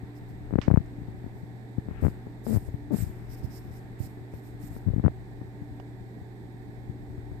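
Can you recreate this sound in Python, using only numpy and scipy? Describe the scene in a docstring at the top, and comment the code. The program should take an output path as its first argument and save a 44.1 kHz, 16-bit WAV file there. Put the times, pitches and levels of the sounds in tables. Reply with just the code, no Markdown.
"""A quiet carpeted room where an appliance hums: two cats wrestle near a hand-held recorder.
A finger on the left microphone port sticks and slips: pressure bumps, high-passed by the vent, give
dull pops and short creaks. A palm shifts at the right port. Fur on pile is shaped noise in bright bursts;
claws are four decaying sine ticks with scuffs. Hum is wavering tones; room tone is stereo noise."""
import sys
import numpy as np
from scipy import signal
from scipy.io import wavfile
from scipy.ndimage import uniform_filter1d

SR = 44100
rng = np.random.default_rng(int(sys.argv[2]) if len(sys.argv) > 2 else 0)


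def transcribe(u):
    """Save the signal u as a 16-bit wav file named by the first command-line argument.

    u: samples, shape (n,) or (channels, n), limited to [-1, 1]; the rate is SR.
    q: integer samples, one column per channel.
    """
    v = np.clip(np.atleast_2d(u).T, -1, 1)
    q = np.round(v * 32767).astype(np.int16)
    wavfile.write(sys.argv[1], SR, q)


N = 326340


def gain_of(db):
    """Decibels to gain."""
    return 10 ** (np.asarray(db) / 20)


def evened(x):
    """Scales to rms 1."""
    return x / np.sqrt(np.mean(x ** 2) + 1e-20)


def read(points, hz):
    """Reads a spectrum table on a log frequency axis."""
    point_hz, value = np.transpose(points)
    return np.interp(np.log(hz + 1), np.log(point_hz + 1), value)


def curve(rows, t):
    """Reads every column of a curve at times t."""
    s, *columns = np.transpose(rows)
    return [np.interp(t, s, column) for column in columns]


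def add(mix, s, sound):
    """Mixes a sound in at s seconds, cut at the end of the mix."""
    part = mix[..., round(s * SR):][..., :sound.shape[-1]]
    part += sound[..., :part.shape[-1]]


def low_pass(x, order, hz):
    """Butterworth low-pass."""
    return signal.sosfilt(signal.butter(order, hz, fs=SR, output="sos"), x)


def band(x, lo_hz, hi_hz):
    """Gentle band-pass."""
    return signal.sosfilt(signal.butter(2, [lo_hz, hi_hz], "band", fs=SR, output="sos"), x)


def hiss(colour, side, same, patchy_db, size=1024):
    """Stereo noise with drifting patches, mid rms 1; side tips it between ports, same sets their likeness."""
    hop = size // 4
    frames, hz = N // hop + 5, np.fft.rfftfreq(size, 1 / SR)
    a, b, c, d, patches = rng.standard_normal((frames, len(hz), 5)).T
    patches = uniform_filter1d(patches, size=9, axis=0)  # over frequency
    patches = evened(uniform_filter1d(patches, size=12, axis=1))  # over time
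    same = np.clip(read(same, hz), -1, 1)[:, None]
    left, other = a + 1j * b, c + 1j * d
    right = same * left + np.sqrt(1 - same ** 2) * other
    spectra = np.array([left, right])
    spectra *= gain_of(read(colour, hz)[:, None] + patchy_db * patches)
    spectra *= gain_of(np.outer([.5, -.5], read(side, hz)))[:, :, None]
    out = signal.istft(spectra, nperseg=size, noverlap=size - hop)[1][:, :N]
    return out / np.sqrt(np.mean(out.mean(0) ** 2))


# Room tone spectrum. Each row: frequency in Hz, relative density in dB per Hz.
ROOM_COLOUR = [(88, -44), (165, -5), (363, -7.5), (523, -20.5), (750, -17), (1320, -34.5), (1790, -22),
               (2300, -31), (2890, -45.5), (3650, -36), (6120, -48), (8400, -40.5), (9700, -57),
               (11500, -45), (14600, -45)]
# Room tone likeness of the ports. Each row: frequency in Hz, left-right correlation from -1 to 1.
ROOM_SAME = [(60, 0.17), (150, 1), (380, 0.76), (950, 0.069), (2380, -0.56), (5980, 0.092), (15000, -0.17)]
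# Room tone balance. Each row: frequency in Hz, left minus right in dB.
ROOM_SIDE = [(130, -6), (400, -4.5), (1400, -5), (3100, -10), (6100, -7), (9000, -2.5), (14000, 3.5)]
ROOM_DB = -49.5


def room_tone():
    """Steady coloured noise whose likeness between the ports varies with frequency."""
    return gain_of(ROOM_DB) * hiss(ROOM_COLOUR, ROOM_SIDE, ROOM_SAME, patchy_db=.4)


# Appliance tones. Each row: frequency in Hz, rms level in dB, wavering share from 0 to 1, fuzz width in Hz.
HUM_TONES = [(119.3, -45, 0.058, 3), (291.8, -54.5, 0.72, 3.1), (375.2, -61, 0.75, 6), (427, -63.5, 1, 5.2),
             (766.4, -65.5, 0.88, 23), (896, -70, 0.9, 22)]


def appliance():
    """Tones, each a steady part plus narrow noise around it."""
    t, out = np.arange(N) / SR, np.zeros(N)
    for hz, db, share, width_hz in HUM_TONES:
        r = np.exp(-np.pi * width_hz / SR)
        noise = rng.standard_normal(N) + 1j * rng.standard_normal(N)
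        waver = signal.lfilter([1], [1, -r], noise)
        size = 1 - share + share * waver / waver.std()
        tone = (size * np.exp(2j * np.pi * hz * t)).real
        out += gain_of(db) * evened(tone)
    return out * gain_of([[-.5], [.5]])


# Claw ticks. Each row: start in seconds, tick level in dB, left minus right in dB, ring in Hz,
# scuff level re tick in dB, scuff t60 in seconds.
CLAW_TICKS = [(.6152, -28.5, -11, 3100, -18.5, 0.23), (.861, -50, -8, 7100, -21, .2),
              (5.7996, -36, -17, 760, -24.5, 0.05), (4.338, -38.5, -14, 530, -30, 0.086)]
# Scuffed pile spectrum. Each row: frequency in Hz, relative density in dB per Hz.
SCUFF_COLOUR = [(500, -10), (1100, -3), (1900, 1), (3200, -8.5), (5500, -11), (8800, -28), (11000, -68)]


def claws():
    """A short ringing tick, with a scuff of pile that dies away."""
    out, t = np.zeros((2, N)), np.arange(SR // 5) / SR
    scuff = hiss(SCUFF_COLOUR, [(0, 0), (SR, 0)], [(0, .3), (SR, .3)], patchy_db=0.5, size=256)
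    for s, db, pan_db, hz, scuff_db, t60_s in CLAW_TICKS:
        decay = gain_of(-60 * t * hz / 8)  # 60 dB in 8 cycles
        attack = np.minimum(t * hz * 3, 1)  # a third of a cycle
        tick = np.sin(2 * np.pi * hz * t) * decay * attack
        tail = scuff[:, round(s * SR):][:, :len(t)] * gain_of(scuff_db - 60 * t / t60_s)
        add(out, s, (tick + tail) * gain_of(db + pan_db * np.array([[.5], [-.5]])))
    return out


# Strokes of fur. Each row: start in seconds, length in seconds, level before the mid-stroke arch in dB,
# swell across the stroke in dB, hollow whistle re stroke in dB.
STROKES = [(0.148, 0.049, -70.5, 0, -6), (.28, 0.044, -73, 0, -9), (1.34, 0.08, -73, 4, -18),
           (2, 0.12, -63.5, -2, -25), (2.428, 0.16, -48.5, 10, -24), (2.638, 0.057, -68.5, 0, -21),
           (2.91, 0.14, -46, 10, -32), (3.054, 0.75, -77, 3, -2), (3.285, 0.076, -58.5, 10, -8),
           (3.361, 0.041, -66, 3, -12), (3.429, 0.037, -65, 3, -4), (3.49, 0.11, -57.5, 9.5, -5),
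           (3.705, 0.1, -63.5, 5.5, -11.5), (3.981, 0.1, -55.5, 4.5, -17), (4.31, 0.1, -67.5, 3, -11),
           (4.415, 0.11, -69.5, -1.5, -15), (4.588, 0.11, -58, 6, -20), (4.695, 0.1, -62, 6, -16)]
# Fur hiss spectrum. Each row: frequency in Hz, relative density in dB per Hz.
FUR_COLOUR = [(400, -33.5), (900, -14), (1900, 3), (2900, -9.5), (4200, -5.5), (5300, -3.5), (6000, -13),
              (7300, -1.5), (8800, -0.5), (10200, -11), (11800, -1), (13800, 1), (14800, -3.5)]
# Fur balance. Each row: frequency in Hz, left minus right in dB.
FUR_BALANCE = [(1000, -2), (3000, -8), (5000, -10), (6100, -18), (7600, -11), (10000, -13), (13000, -12)]
# Hollow whistle spectrum. Each row: frequency in Hz, relative density in dB per Hz.
WHISTLE_COLOUR = [(3900, -25), (4700, -6), (5250, 0), (5800, -7), (6600, -25)]
TAIL_T60_S, TAIL_GAIN = .45, .55


def rustle():
    """Strokes of fur on pile: fine hiss, louder at the uncovered right port, with a fading room tail."""
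    level, hollow = np.zeros((2, N))
    for s, length_s, db, swell_db, whistle_db in STROKES:
        u = np.arange(0, 1, 1 / (length_s * SR))
        arch_db = 2.5 - 7 * (2 * u - 1) ** 2  # fastest mid-stroke
        stroke_db = db + swell_db * (u - 1.0) + arch_db
        stroke = gain_of(stroke_db) * signal.windows.tukey(len(u), .3)
        add(level, s, stroke)
        add(hollow, s, stroke * gain_of(whistle_db))
    r = np.exp(-np.log(1000) / (TAIL_T60_S * SR))
    tail = signal.lfilter([1 - r], [1, -r], level)
    level = np.hypot(level, TAIL_GAIN * tail)
    apart = [(0, 0), (SR, 0)]  # ports uncorrelated
    fur = hiss(FUR_COLOUR, FUR_BALANCE, apart, patchy_db=2.0, size=256)
    whistle = hiss(WHISTLE_COLOUR, FUR_BALANCE, apart, patchy_db=1.5, size=256)
    return level * fur + hollow * whistle


def push(u, skew):
    """One smooth bump of pressure over u = 0..1; skew under 1 starts suddenly."""
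    return np.sin(np.pi * np.clip(u, 0, 1) ** np.clip(skew, .2, 1.5)) ** 2


def bump(length_ms, skew):
    """A push sampled over length_ms."""
    return push(np.arange(0, length_ms, 1000 / SR) / length_ms, skew)


SLOW_SKEW, SKEW_PER_RATE = 0.36, 0.0017  # slower creaks let go more suddenly


def creak(s, length_s, rate_hz, end_rate_hz, pressure, end_pressure, share):
    """Skin sticks and lets go again and again, each slip a little unlike the last."""
    u = np.arange(0, 1, 1 / (length_s * SR))
    rate_hz = rate_hz + (end_rate_hz - rate_hz) * u
    pressure = pressure + (end_pressure - pressure) * u
    wobble = evened(uniform_filter1d(rng.standard_normal(len(u)), size=200))
    turns = np.cumsum(rate_hz * (1 + .1 * wobble)) / SR
    uneven = gain_of(2.4 * rng.standard_normal(64))[turns.astype(int)]  # one gain a slip
    slips = push(turns % 1 / share, SLOW_SKEW + SKEW_PER_RATE * rate_hz)
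    return slips * pressure * uneven * signal.windows.tukey(len(u), .1)


def small_slips():
    """Small unsteady slips of either sign, soft and hard, about 60 a second."""
    chance, sign, hardness = rng.random((N, 3)).T
    hits = (chance < 60 / SR) * np.sign(sign - .5) * gain_of(-4.0 * np.log(hardness + 0.003))
    return gain_of(-40.0) * signal.oaconvolve(hits, push(np.linspace(0, 1, 260), 0.84))[:N]


def judder(pressure):
    """Skin judders while the pressure builds, far more in sudden slips."""
    building = uniform_filter1d(np.maximum(np.gradient(abs(pressure)), 0), size=60)
    noise = evened(band(rng.standard_normal(N), 410, 1480))
    return gain_of(24.5) * abs(building) ** 1.66 * noise


PORT_HZ, PORT_WIDTH_HZ, PORT_EDGE_HZ = 1900, 1900, 3000
VENT_HZ = 80


def port(air):
    """A port resonates broadly and passes little above; pressure leaks away below VENT_HZ."""
    r = np.exp(-np.pi * PORT_WIDTH_HZ / SR)
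    poles = [1, -2 * r * np.cos(2 * np.pi * PORT_HZ / SR), r * r]
    air = low_pass(signal.lfilter([sum(poles)], poles, air), 3, PORT_EDGE_HZ)
    return signal.sosfilt(signal.butter(3, VENT_HZ, "high", fs=SR, output="sos"), air)


# Fingertip slips over the left port. Each row: start in seconds, relative pressure (+ push, - pull),
# length in ms, skew (under 1 = sudden start).
FINGER_SLIPS = [(0.508, 0.07, 1.64, 0.59), (0.5268, 0.21, 3.6, 0.68), (0.5372, 0.33, 4.1, 0.54),
                (0.5561, 0.67, 3.6, .62), (0.5832, 0.18, 2.1, 0.73), (0.5871, 0.71, 2.76, 0.55),
                (0.6772, 0.15, 2.16, 1.5), (0.6812, 1.01, 4, 0.52), (0.7014, 0.14, 2.6, 0.75),
                (0.7026, 0.26, 1.35, 0.95), (0.7127, 0.99, 6.4, 0.52), (0.7122, -0.038, 1, 0.79),
                (0.731, 0.14, 3.1, 0.6), (0.7401, 1.18, 5, 0.67), (0.7598, -0.1, 2.2, 1),
                (0.7605, 0.16, 1, 0.62), (0.7735, 1.17, 5.1, 0.59), (0.8024, -0.19, 5.7, 1.05),
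                (0.9843, -0.085, 5.1, 0.66), (1.0174, -0.077, 5.2, 0.64), (1.0837, -0.11, 4.6, 0.72),
                (1.2421, -0.11, 5.1, 0.63), (1.264, -0.11, 4.2, 0.69), (1.782, -0.38, 4.4, 0.75),
                (1.8857, -0.16, 3.5, 0.6), (1.9112, -0.16, 7.5, 0.48), (2.0372, 0.17, 1.8, 0.69),
                (2.05, -0.23, 1.7, 0.57), (2.067, -0.45, 5.0, 0.45), (2.0819, -0.3, 3.9, 0.55),
                (2.269, 0.085, 2.8, 0.65), (2.4664, 0.16, 1.6, 0.7), (2.6805, -0.22, 14, .66),
                (2.6878, 0.06, 2.1, 0.77), (2.741, 0.26, 7, .74), (2.957, -0.14, 3.9, 0.84),
                (2.969, -0.065, 3.2, 0.53), (2.986, -0.16, 5.9, 0.62), (3.0034, -0.22, 8.7, 0.6),
                (3.02, -0.25, 6.1, 1.24), (3.0307, -0.31, 7.8, 0.94), (3.066, -0.17, 8.8, 0.78),
                (3.0967, 0.1, 7.1, 0.76), (4.3377, 0.12, 11, 0.5), (4.765, 0.09, 3.0, 0.56),
                (4.8627, 0.29, 6.7, .9), (4.8723, 0.49, 6.3, 0.82), (4.8844, 0.48, 5.2, 0.73),
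                (4.9015, 0.37, 9.4, 0.65), (4.9355, 0.34, 7.3, 0.92), (4.9354, 0.14, 2.4, 1.05),
                (4.9621, 0.32, 3.6, 0.86), (4.9797, 0.42, 4.5, 1.13), (4.997, 0.3, 4.3, 0.66),
                (5.0373, 0.08, 2.7, 0.61), (5.04, 0.45, 4.1, 0.61), (5.0494, 0.98, 7.2, 0.55),
                (5.0598, -0.02, 2.9, .51), (5.0617, 0.15, 0.77, 0.81), (5.0624, 0.92, 5.3, 1.23),
                (5.0806, 0.34, 1.67, 0.61), (5.4152, 0.11, 3.3, 0.66), (5.709, 0.19, 16, 0.81),
                (6.2133, 0.084, 8.6, 1.1), (6.8936, -0.16, 6.5, 1.16), (7.1802, 0.099, 9.2, 0.52),
                (7.3155, -0.12, 11, 0.48)]
# Palm shifts against the right port. Each row: start in seconds, relative pressure, length in ms.
PALM_SHIFTS = [(3.4325, -0.22, 20), (3.443, 0.24, 7.9), (4.0025, -0.27, 8.8), (4.0123, -0.1, 8.1),
               (4.0365, 0.1, 13), (5.095, 0.15, 14)]
# Runs of slips. Each row: start in seconds, length in seconds, slips per second at start, at end,
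# relative pressure at start, at end, share of the cycle spent slipping.
CREAK_RUNS = [(2.023, 0.047, 86, 82, -0.37, -0.5, 1), (2.0267, 0.033, 77, 75, -0.55, -0.31, 0.52),
              (2.467, .066, 235, 233, 0.1, 0.23, 0.74), (2.533, .05, 122, 85, 0.48, .36, .7),
              (2.905, 0.048, 300, 190, -0.13, -.3, 0.76)]
# Restless grip. Each row: time in seconds, slow squeeze in dB before the port balance,
# fine scrape in dB before the port filter.
GRIP_CURVE = [(0, -58, -61.5), (.5, -44, -63), (.8, -47.5, -61.5), (1.3, -49.5, -65.5), (1.8, -61, -74),
              (1.96, -44, -51.5), (2.04, -37, -52.5), (2.13, -45, -60), (2.44, -53, -69), (2.53, -43, -64),
              (2.88, -48, -70), (2.96, -52, -59.5), (3.5, -45.5, -59.5), (4.35, -56, -64.5),
              (4.9, -43, -62.5), (5.2, -48.5, -67), (6.2, -55, -74), (7.4, -46, -72)]
PALM_SKEW, PALM_EDGE_HZ = 0.56, 700


def finger():
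    """Slips, creaks, squeeze and scrape pump the air at the ports; the vent turns each bump into a pop."""
    air = np.zeros((2, N))
    left, right = air
    for s, pressure, length_ms, skew in FINGER_SLIPS:
        add(left, s, pressure * bump(length_ms, skew))
    for s, pressure, length_ms in PALM_SHIFTS:
        add(right, s, pressure * bump(length_ms, PALM_SKEW))
    for row in CREAK_RUNS:
        add(left, row[0], creak(*row))
    left += small_slips()
    right[:] = low_pass(right, 2, PALM_EDGE_HZ)  # softer palm
    left += judder(left)
    squeeze_db, scrape_db = curve(GRIP_CURVE, np.arange(N) / SR)
    grit = (rng.random(N) < 5000 / SR) * rng.standard_normal(N)  # 5000 grains a second
    left += evened(band(grit, 320, 2830)) * gain_of(scrape_db)
    squeeze = evened(band(rng.standard_normal((2, N)), 27, 78))
    return port(air) + squeeze * gain_of(squeeze_db + np.array([[4.0], [-4.0]]))


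def scene():
    """Room tone, hum, cats and the hand on the recorder."""
    return room_tone() + appliance() + finger() + rustle() + claws()


EDGE_HZ = 14640


def record(dry):
    """The band limit: a steep linear-phase low-pass."""
    taps = signal.firwin(1023, EDGE_HZ, window=("kaiser", 10), fs=SR)
    return signal.oaconvolve(dry, taps[None], "same")


dry = scene()
out = record(dry)
transcribe(out)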